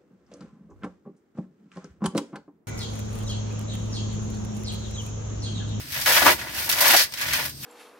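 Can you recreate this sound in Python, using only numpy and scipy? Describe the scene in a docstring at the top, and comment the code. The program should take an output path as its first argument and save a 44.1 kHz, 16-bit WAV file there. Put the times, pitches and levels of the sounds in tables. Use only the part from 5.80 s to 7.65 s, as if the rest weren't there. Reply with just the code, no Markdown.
"""Dry corn husks are stripped from an ear by hand under a porch roof, over a faint low hum, rumble and hiss.
The grip works fine fibres, leaves and sheath (random tiny cracks) until ribs snap (single impulses and splinters).
The first rip adds flapping leaves (dull cracks) and folds that cave in (jolts through a pitched filter).
After a new grip, the second rip ends as the last strands rasp brightly; then the loose leaves are gathered.
Leaves and near walls scatter every crack (delays and decaying noise)."""
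import sys
import numpy as np
from scipy import signal
from scipy.fft import rfft, irfft
from scipy.io import wavfile
from scipy.ndimage import uniform_filter1d

SR = 44100
rng = np.random.default_rng(int(sys.argv[2]) if len(sys.argv) > 2 else 0)


def output_pcm(signal):
    """Save a mono or channel-first signal as 16-bit PCM at the path in sys.argv[1].

    Samples are clipped to [-1, 1] before scaling.
    """
    pcm = np.clip(np.atleast_2d(signal).T, -1, 1) * 32767
    wavfile.write(sys.argv[1], SR, np.round(pcm).astype(np.int16))


N = 81585

# work of the husk under the hands, before layer gains: time_s, fibre_db, leaf_db, sheath_db
GRIP = [(0.0, -43, -42, -54), (0.042, -52, -47.5, -63), (0.12, -37, -41.5, -56), (0.15, -33, -28.5, -43),
        (0.18, -33, -30.5, -38), (0.208, -33, -35.5, -43), (0.254, -31, -33.5, -44.5)]
# same columns
FIRST_RIP = [(0.262, -25.5, -19, -29.5), (0.286, -20.5, -24, -23.5), (0.345, -23, -19, -30.5),
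             (0.372, -21.5, -15.5, -18.5), (0.395, -23.5, -25, -30), (0.417, -27.5, -23, -34),
             (0.427, -26, -15.5, -16.5), (0.442, -23.5, -27, -35), (0.461, -19, -20.5, -13),
             (0.479, -21, -17, -15.5), (0.523, -25.5, -22, -26.5), (0.55, -37.5, -38, -44),
             (0.58, -45, -40, -44)]
# same columns
REGRIP = [(0.6, -42.5, -32, -43), (0.66, -45, -43.5, -40), (0.682, -47, -36, -36), (0.709, -44.5, -41, -48),
          (0.789, -31, -30.5, -36), (0.859, -33, -38, -47), (0.889, -33, -32, -33), (0.896, -16, -24, -39),
          (0.911, -33, -26.5, -49), (0.947, -31, -30.5, -36), (1.002, -27.5, -26.5, -32)]
# same columns
SECOND_RIP = [(1.011, -19.5, -29, -24.5), (1.052, -23, -19, -25.5), (1.082, -18, -22, -27),
              (1.099, -18, -18, -21.5), (1.131, -22, -18, -28), (1.148, -19, -17.5, -30),
              (1.16, -24.5, -22, -36), (1.168, -17, -22, -35), (1.209, -24, -20.5, -29),
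              (1.241, -27.5, -33, -54), (1.3, -72, -54, -51)]
# same columns
GATHER = [(1.32, -54, -52.5, -53.5), (1.397, -37.5, -33.5, -45), (1.42, -39, -27.5, -39),
          (1.445, -35.5, -30, -37.5), (1.505, -34, -29, -43.5), (1.543, -28, -23, -39.5),
          (1.585, -31, -30.5, -33), (1.603, -33.5, -29, -35.5), (1.659, -32.5, -35, -39),
          (1.703, -40.5, -44, -57), (1.735, -59, -66, -75), (1.807, -46.5, -59, -82), (1.85, -31, -34, -41)]
PULL = np.vstack([GRIP, FIRST_RIP, REGRIP, SECOND_RIP, GATHER])
# spectrum of parting fibres and of a rib's sharp crack: freq_hz, relative_density_db
FIBRE_COLOUR = [(200, -34.5), (1500, -10), (5000, 0), (7800, -6), (10000, -3), (12700, 0), (16000, -3)]
# resonances of the husk: freq_hz, width_hz, lift_db
HUSK_MODES = [(510, 9.1, 4), (628, 70, 10), (985, 140, 4.5), (1162, 30, 6.5), (1472, 79, 7),
              (1686, 54, 9.5), (1817, 65, 4), (2004, 67, 7), (2360, 30, 5)]

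LEAF_PER_S, LEAF_SPREAD_DB = 1800, 2
SHEATH_PER_S, SHEATH_SPREAD_DB = 1100, 2
SPLINTER_SPREAD_DB = 5
FIBRE_SCATTER_DB, SHEATH_SCATTER_DB = 6, -6  # scatter relative to direct sound
LEAF_LAG_S, EAR_LAG_S = 0.00022, 0.00004  # greatest left-right lag: spread leaves, ear itself


def undb(db):
    """Decibels to gain."""
    return 10 ** (np.asarray(db) / 20)


def unit(x):
    """Scale to an rms of 1."""
    return x / np.sqrt(np.mean(x ** 2))


def walk(rate_hz):
    """Slow random wander with a spread near 1: held noise, smoothed twice."""
    hold = int(SR / rate_hz)
    steps = np.repeat(rng.standard_normal(N // hold + 1), hold)
    return 1.7 * uniform_filter1d(uniform_filter1d(steps, hold), hold)[:N]


def colour(x, points, modes=(), size=8192):
    """Minimum-phase filter of unit energy from (Hz, dB) points, with resonances on top."""
    f_hz = np.maximum(np.arange(size // 2 + 1) * SR / size, 1)
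    point_hz, point_db = np.array(points, float).T
    curve_db = np.interp(np.log(f_hz), np.log(point_hz), point_db)
    for centre_hz, width_hz, lift_db in modes:
        curve_db = curve_db + lift_db / (1 + (2 * (f_hz - centre_hz) / width_hz) ** 2)
    # fold the cepstrum to make the response causal
    cepstrum = irfft(np.log(undb(curve_db)))
    cepstrum[1:size // 2] *= 2
    cepstrum[size // 2 + 1:] = 0
    ring = irfft(np.exp(rfft(cepstrum)))
    return signal.fftconvolve(x, ring[None] / np.linalg.norm(ring), axes=1)[:, :N]


def cracks(per_s, spread_db):
    """Random tiny fractures of uneven size, each panned a little; power stays even as the rate changes."""
    pan_spread_db = 2  # per side, in opposite directions
    when = rng.random(N)
    size, sign, pan = rng.standard_normal((3, N))
    gain = undb(spread_db * np.clip(size, -2, 2)) / np.sqrt(per_s)
    train = (when < per_s / SR) * np.sign(sign) * gain
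    return unit(train * undb(pan_spread_db * np.array([pan, -pan])))


def porch(x, scatter_db, lag_s, size=8192, count=6):
    """Each crack comes from one of several places with its own left-right lag, quick scatter and short tail."""
    scatter_decay_s, room_t60_s, room_db = 0.0065, 0.14, -4.5
    t = np.arange(size) / SR
    place = rng.integers(count, size=N)
    out = 0
    for k, lag in enumerate(np.linspace(-lag_s, lag_s, count)):
        delay = np.round(np.maximum([[lag], [-lag]], 0) * SR)
        direct = np.arange(size) == delay
        scatter = rng.standard_normal((2, size)) * np.exp(-t / scatter_decay_s)
        tail = rng.standard_normal((2, size)) * np.exp(-np.log(1000) * t / room_t60_s)
        echo = (undb(scatter_db) * unit(scatter) + undb(room_db) * unit(tail)) / np.sqrt(size)
        out = out + signal.fftconvolve(x * (place == k), direct + echo, axes=1)[:, :N]
    return out / np.sqrt(1 + undb(scatter_db) ** 2 + undb(room_db) ** 2)


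def crackle(times_s, level_db, per_s, spread_db, scatter_db, lag_s):
    """Scattered cracks whose strength and rate follow the level; per_s is the rate at its peak."""
    t = np.arange(N) / SR
    strength = undb(np.interp(t, times_s, level_db))
    rate = per_s * (strength / strength.max()) ** 0.25  # a gentler pull makes fewer cracks
    active = (t >= times_s[0]) & (t <= times_s[-1])
    return porch(cracks(rate, spread_db) * strength * active, scatter_db, lag_s)


def background():
    """Wavering low hum over rumble, nearly the same on both sides, and thin hiss; the lows dip briefly."""
    # hum lines, before waver, drift and dip: freq_hz, rms_db
    hum_lines = [(69.5, -57.5), (97, -69), (139, -56)]
    # rumble spectrum: freq_hz, relative_density_db
    rumble_colour = [(20, -29), (42, -34), (65, 2), (125, -2.5), (170, -8.5), (310, -11.5), (430, -32.5),
                     (1200, -41.5)]
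    # hiss spectrum: freq_hz, relative_density_db
    hiss_colour = [(400, -5.5), (1800, -14.5), (3000, -10.5), (5000, -0.5), (7900, -16.5), (8500, 2),
                   (9200, -21), (13000, -6.5), (16000, -18)]
    # gain of hum and rumble: time_s, gain_db
    low_dip = [(.9, 0), (1.05, -4.5), (1.33, -10), (1.5, 2), (1.8, -1)]
    waver_db, drift_hz = 4, 3.13
    rumble_db, rumble_side_db, hiss_db = -45.5, -11, -44
    hum = 0
    for hz, db in hum_lines:
        level = np.sqrt(2) * undb(db + waver_db * walk(12.0))
        phase = 2 * np.pi * np.cumsum(hz + drift_hz * walk(5.1)) / SR
        hum = hum + level * np.sin(phase)
    rumble_noise = rng.standard_normal(N) + undb(rumble_side_db) * rng.standard_normal((2, N))
    rumble = undb(rumble_db) * colour(rumble_noise, rumble_colour)
    hiss = undb(hiss_db) * colour(rng.standard_normal((2, N)), hiss_colour)
    dip = undb(np.interp(np.arange(N) / SR, *np.transpose(low_dip)))
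    return dip * (hum + rumble) + hiss


def fibres():
    """Fine fibres part under the pull in dense, uneven tiny cracks."""
    gain_db, per_s, spread_db = 3.5, 3000, 5
    times_s, fibre_db, _, _ = PULL.T
    parting = crackle(times_s, fibre_db + gain_db, per_s, spread_db, FIBRE_SCATTER_DB, LEAF_LAG_S)
    return colour(parting, FIBRE_COLOUR)


def leaves():
    """Stiff leaves crack under the pull and excite the husk's resonances."""
    # leaf spectrum: freq_hz, relative_density_db
    leaf_colour = [(60, -32), (300, -44), (900, -22.5), (1400, -4), (1850, 0), (2800, 0), (3900, -4.5),
                   (5200, -7.5), (6500, -9.5), (8000, -17.5), (14000, -30)]
    times_s, _, leaf_db, _ = PULL.T
    bending = crackle(times_s, leaf_db, LEAF_PER_S, LEAF_SPREAD_DB, FIBRE_SCATTER_DB, LEAF_LAG_S)
    return colour(bending, leaf_colour, HUSK_MODES)


def sheath():
    """The sheath crumples on the ear in sparser, lower cracks that excite the husk's resonances."""
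    # sheath spectrum: freq_hz, relative_density_db
    sheath_colour = [(30, -62), (100, -10), (200, -16.5), (330, -6.5), (420, -13.5), (520, 0.5), (640, -2),
                     (950, 3.5), (1300, -4.5), (1900, 0), (3000, -14), (8000, -33)]
    gain_db = 1
    times_s, _, _, sheath_db = PULL.T
    crumpling = crackle(times_s, sheath_db + gain_db, SHEATH_PER_S, SHEATH_SPREAD_DB,
                        SHEATH_SCATTER_DB, EAR_LAG_S)
    return colour(crumpling, sheath_colour, HUSK_MODES)


def snaps():
    """Each rib breaks with one sharp, bright crack and a dying spray of splinters."""
    # ribs that snap: start_s, crack_db, spray_db
    rib_breaks = [(0.1216, -8.5, -29), (.2148, -8, -22.5), (0.2602, 0, -36), (0.372, -10, -20),
                  (0.4192, 0, -29), (0.8924, 1.5, -30), (0.9152, 5, -22.5), (0.9254, 1, -19.5),
                  (1.007, 5.5, -28), (1.0203, 3, -25), (1.139, 5, -16.5), (1.1644, 7.5, -13),
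                  (1.1727, 1, -37), (1.1903, -6, -18.5), (1.322, -16, -32.5), (1.3375, -18, -27.5),
                  (1.3736, -22, -27.5), (1.4133, -4, -20.5), (1.4857, -12, -27), (1.5338, -3, -20)]
    # splinter spectrum: freq_hz, relative_density_db
    rib_colour = [(60, -59), (300, -17), (1000, -4), (1900, 3.5), (5200, 6.5), (8000, -2.5), (12700, -4.5),
                  (16000, -2.5)]
    splinter_per_s, splinter_decay_s = 4500, 0.012
    splinter_scatter_db, crack_scatter_db = -1, -7
    crack, spray = np.zeros((2, 2, N))
    for start_s, crack_db, spray_db in rib_breaks:
        age_s = (np.arange(N) - int(start_s * SR)) / SR
        crack += undb(crack_db) * (age_s == 0)
        spray += undb(spray_db) * (age_s > 0) * np.exp(-np.abs(age_s) / splinter_decay_s)
    crack = porch(crack, crack_scatter_db, 0, count=1)
    splinters = spray * cracks(splinter_per_s, SPLINTER_SPREAD_DB)
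    splinters = porch(splinters, splinter_scatter_db, LEAF_LAG_S)
    return colour(crack, FIBRE_COLOUR) + colour(splinters, rib_colour, HUSK_MODES)


def flap():
    """Leaves fold back with a dull flapping, strongest in the rips: low-coloured cracks."""
    # flapping: time_s, level_db
    flap_level = [(.24, -58), (0.404, -42.5), (0.424, -34), (.51, -27.5), (.56, -52), (.98, -52),
                  (1.12, -37.5), (1.32, -67), (1.6, -47.5), (1.75, -60)]
    # flap spectrum: freq_hz, relative_density_db
    flap_colour = [(40, -26), (150, -7), (270, 2), (335, 7), (600, -17), (2000, -43)]
    folding = crackle(*np.transpose(flap_level), SHEATH_PER_S, SHEATH_SPREAD_DB,
                      SHEATH_SCATTER_DB, LEAF_LAG_S)
    return colour(folding, flap_colour)


def crunches():
    """A sheath fold caves in with a jolt and buckles briefly, ringing at a pitch set by its size."""
    # folds that cave in: start_s, pitch_hz, level_db
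    folds = [(0.273, 1710, 4.5), (.311, 1650, 1), (0.369, 1680, 4), (.4198, 680, 4), (0.4599, 1030, 5),
             (0.4662, 960, 2), (0.4811, 1230, 5), (.6152, 1900, -8), (.8927, 950, -2.5), (1.0198, 850, -6),
             (1.0595, 900, 3.5), (1.0752, 1700, -3), (1.1385, 740, 4.5), (1.147, 700, 2), (1.485, 1880, -5),
             (1.5349, 1870, -5), (1.598, 930, -10)]
    # fold spectrum: pitch_multiple, relative_density_db
    fold_shape = [(.08, -41), (.45, -14.5), (1, 4), (1.3, -9.5), (2.1, -9.5), (4, -17), (9, -46)]
    buckle_db, buckle_per_s, buckle_decay_s = -22, 1200, 0.009  # level relative to the jolt
    buckling = cracks(buckle_per_s, SPLINTER_SPREAD_DB)
    out = 0
    for start_s, pitch_hz, level_db in folds:
        age_s = (np.arange(N) - int(start_s * SR)) / SR
        jolt = age_s == 0
        decay = (age_s > 0) * np.exp(-np.abs(age_s) / buckle_decay_s)
        push = jolt + undb(buckle_db) * buckling * decay
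        body = [(multiple * pitch_hz, db) for multiple, db in fold_shape]
        out = out + undb(level_db) * colour(porch(push, SHEATH_SCATTER_DB, 0, count=1), body)
    return out


def last_strands():
    """The last strands of the second rip give way in cracks coloured to a bright rasp."""
    # rasp: time_s, level_db
    strand_level = [(1.15, -48.5), (1.168, -20), (1.217, -22.5), (1.275, -46.5)]
    # rasp spectrum: freq_hz, relative_density_db
    strand_colour = [(300, -49), (2000, -26), (3800, 1.5), (4900, 4), (6500, -4), (10000, -17.5)]
    rasp = crackle(*np.transpose(strand_level), LEAF_PER_S, LEAF_SPREAD_DB, FIBRE_SCATTER_DB, LEAF_LAG_S)
    return colour(rasp, strand_colour)


def scene():
    """The husk, a touch to the left, in front of the background."""
    left_over_right_db = 0.66
    balance = undb(np.array([[left_over_right_db], [-left_over_right_db]]) / 2)
    husk = fibres() + leaves() + sheath() + snaps() + flap() + crunches() + last_strands()
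    return background() + husk * balance


def record(dry):
    """Clip peaks at full scale, then cut the top with a steep low-pass."""
    top_hz = 15850
    low_pass = signal.ellip(10, 0.2, 70, top_hz, fs=SR, output="sos")  # ripple dB, stopband dB
    return signal.sosfilt(low_pass, np.clip(dry, -1, 1))


dry = scene()
out = record(dry)
output_pcm(out)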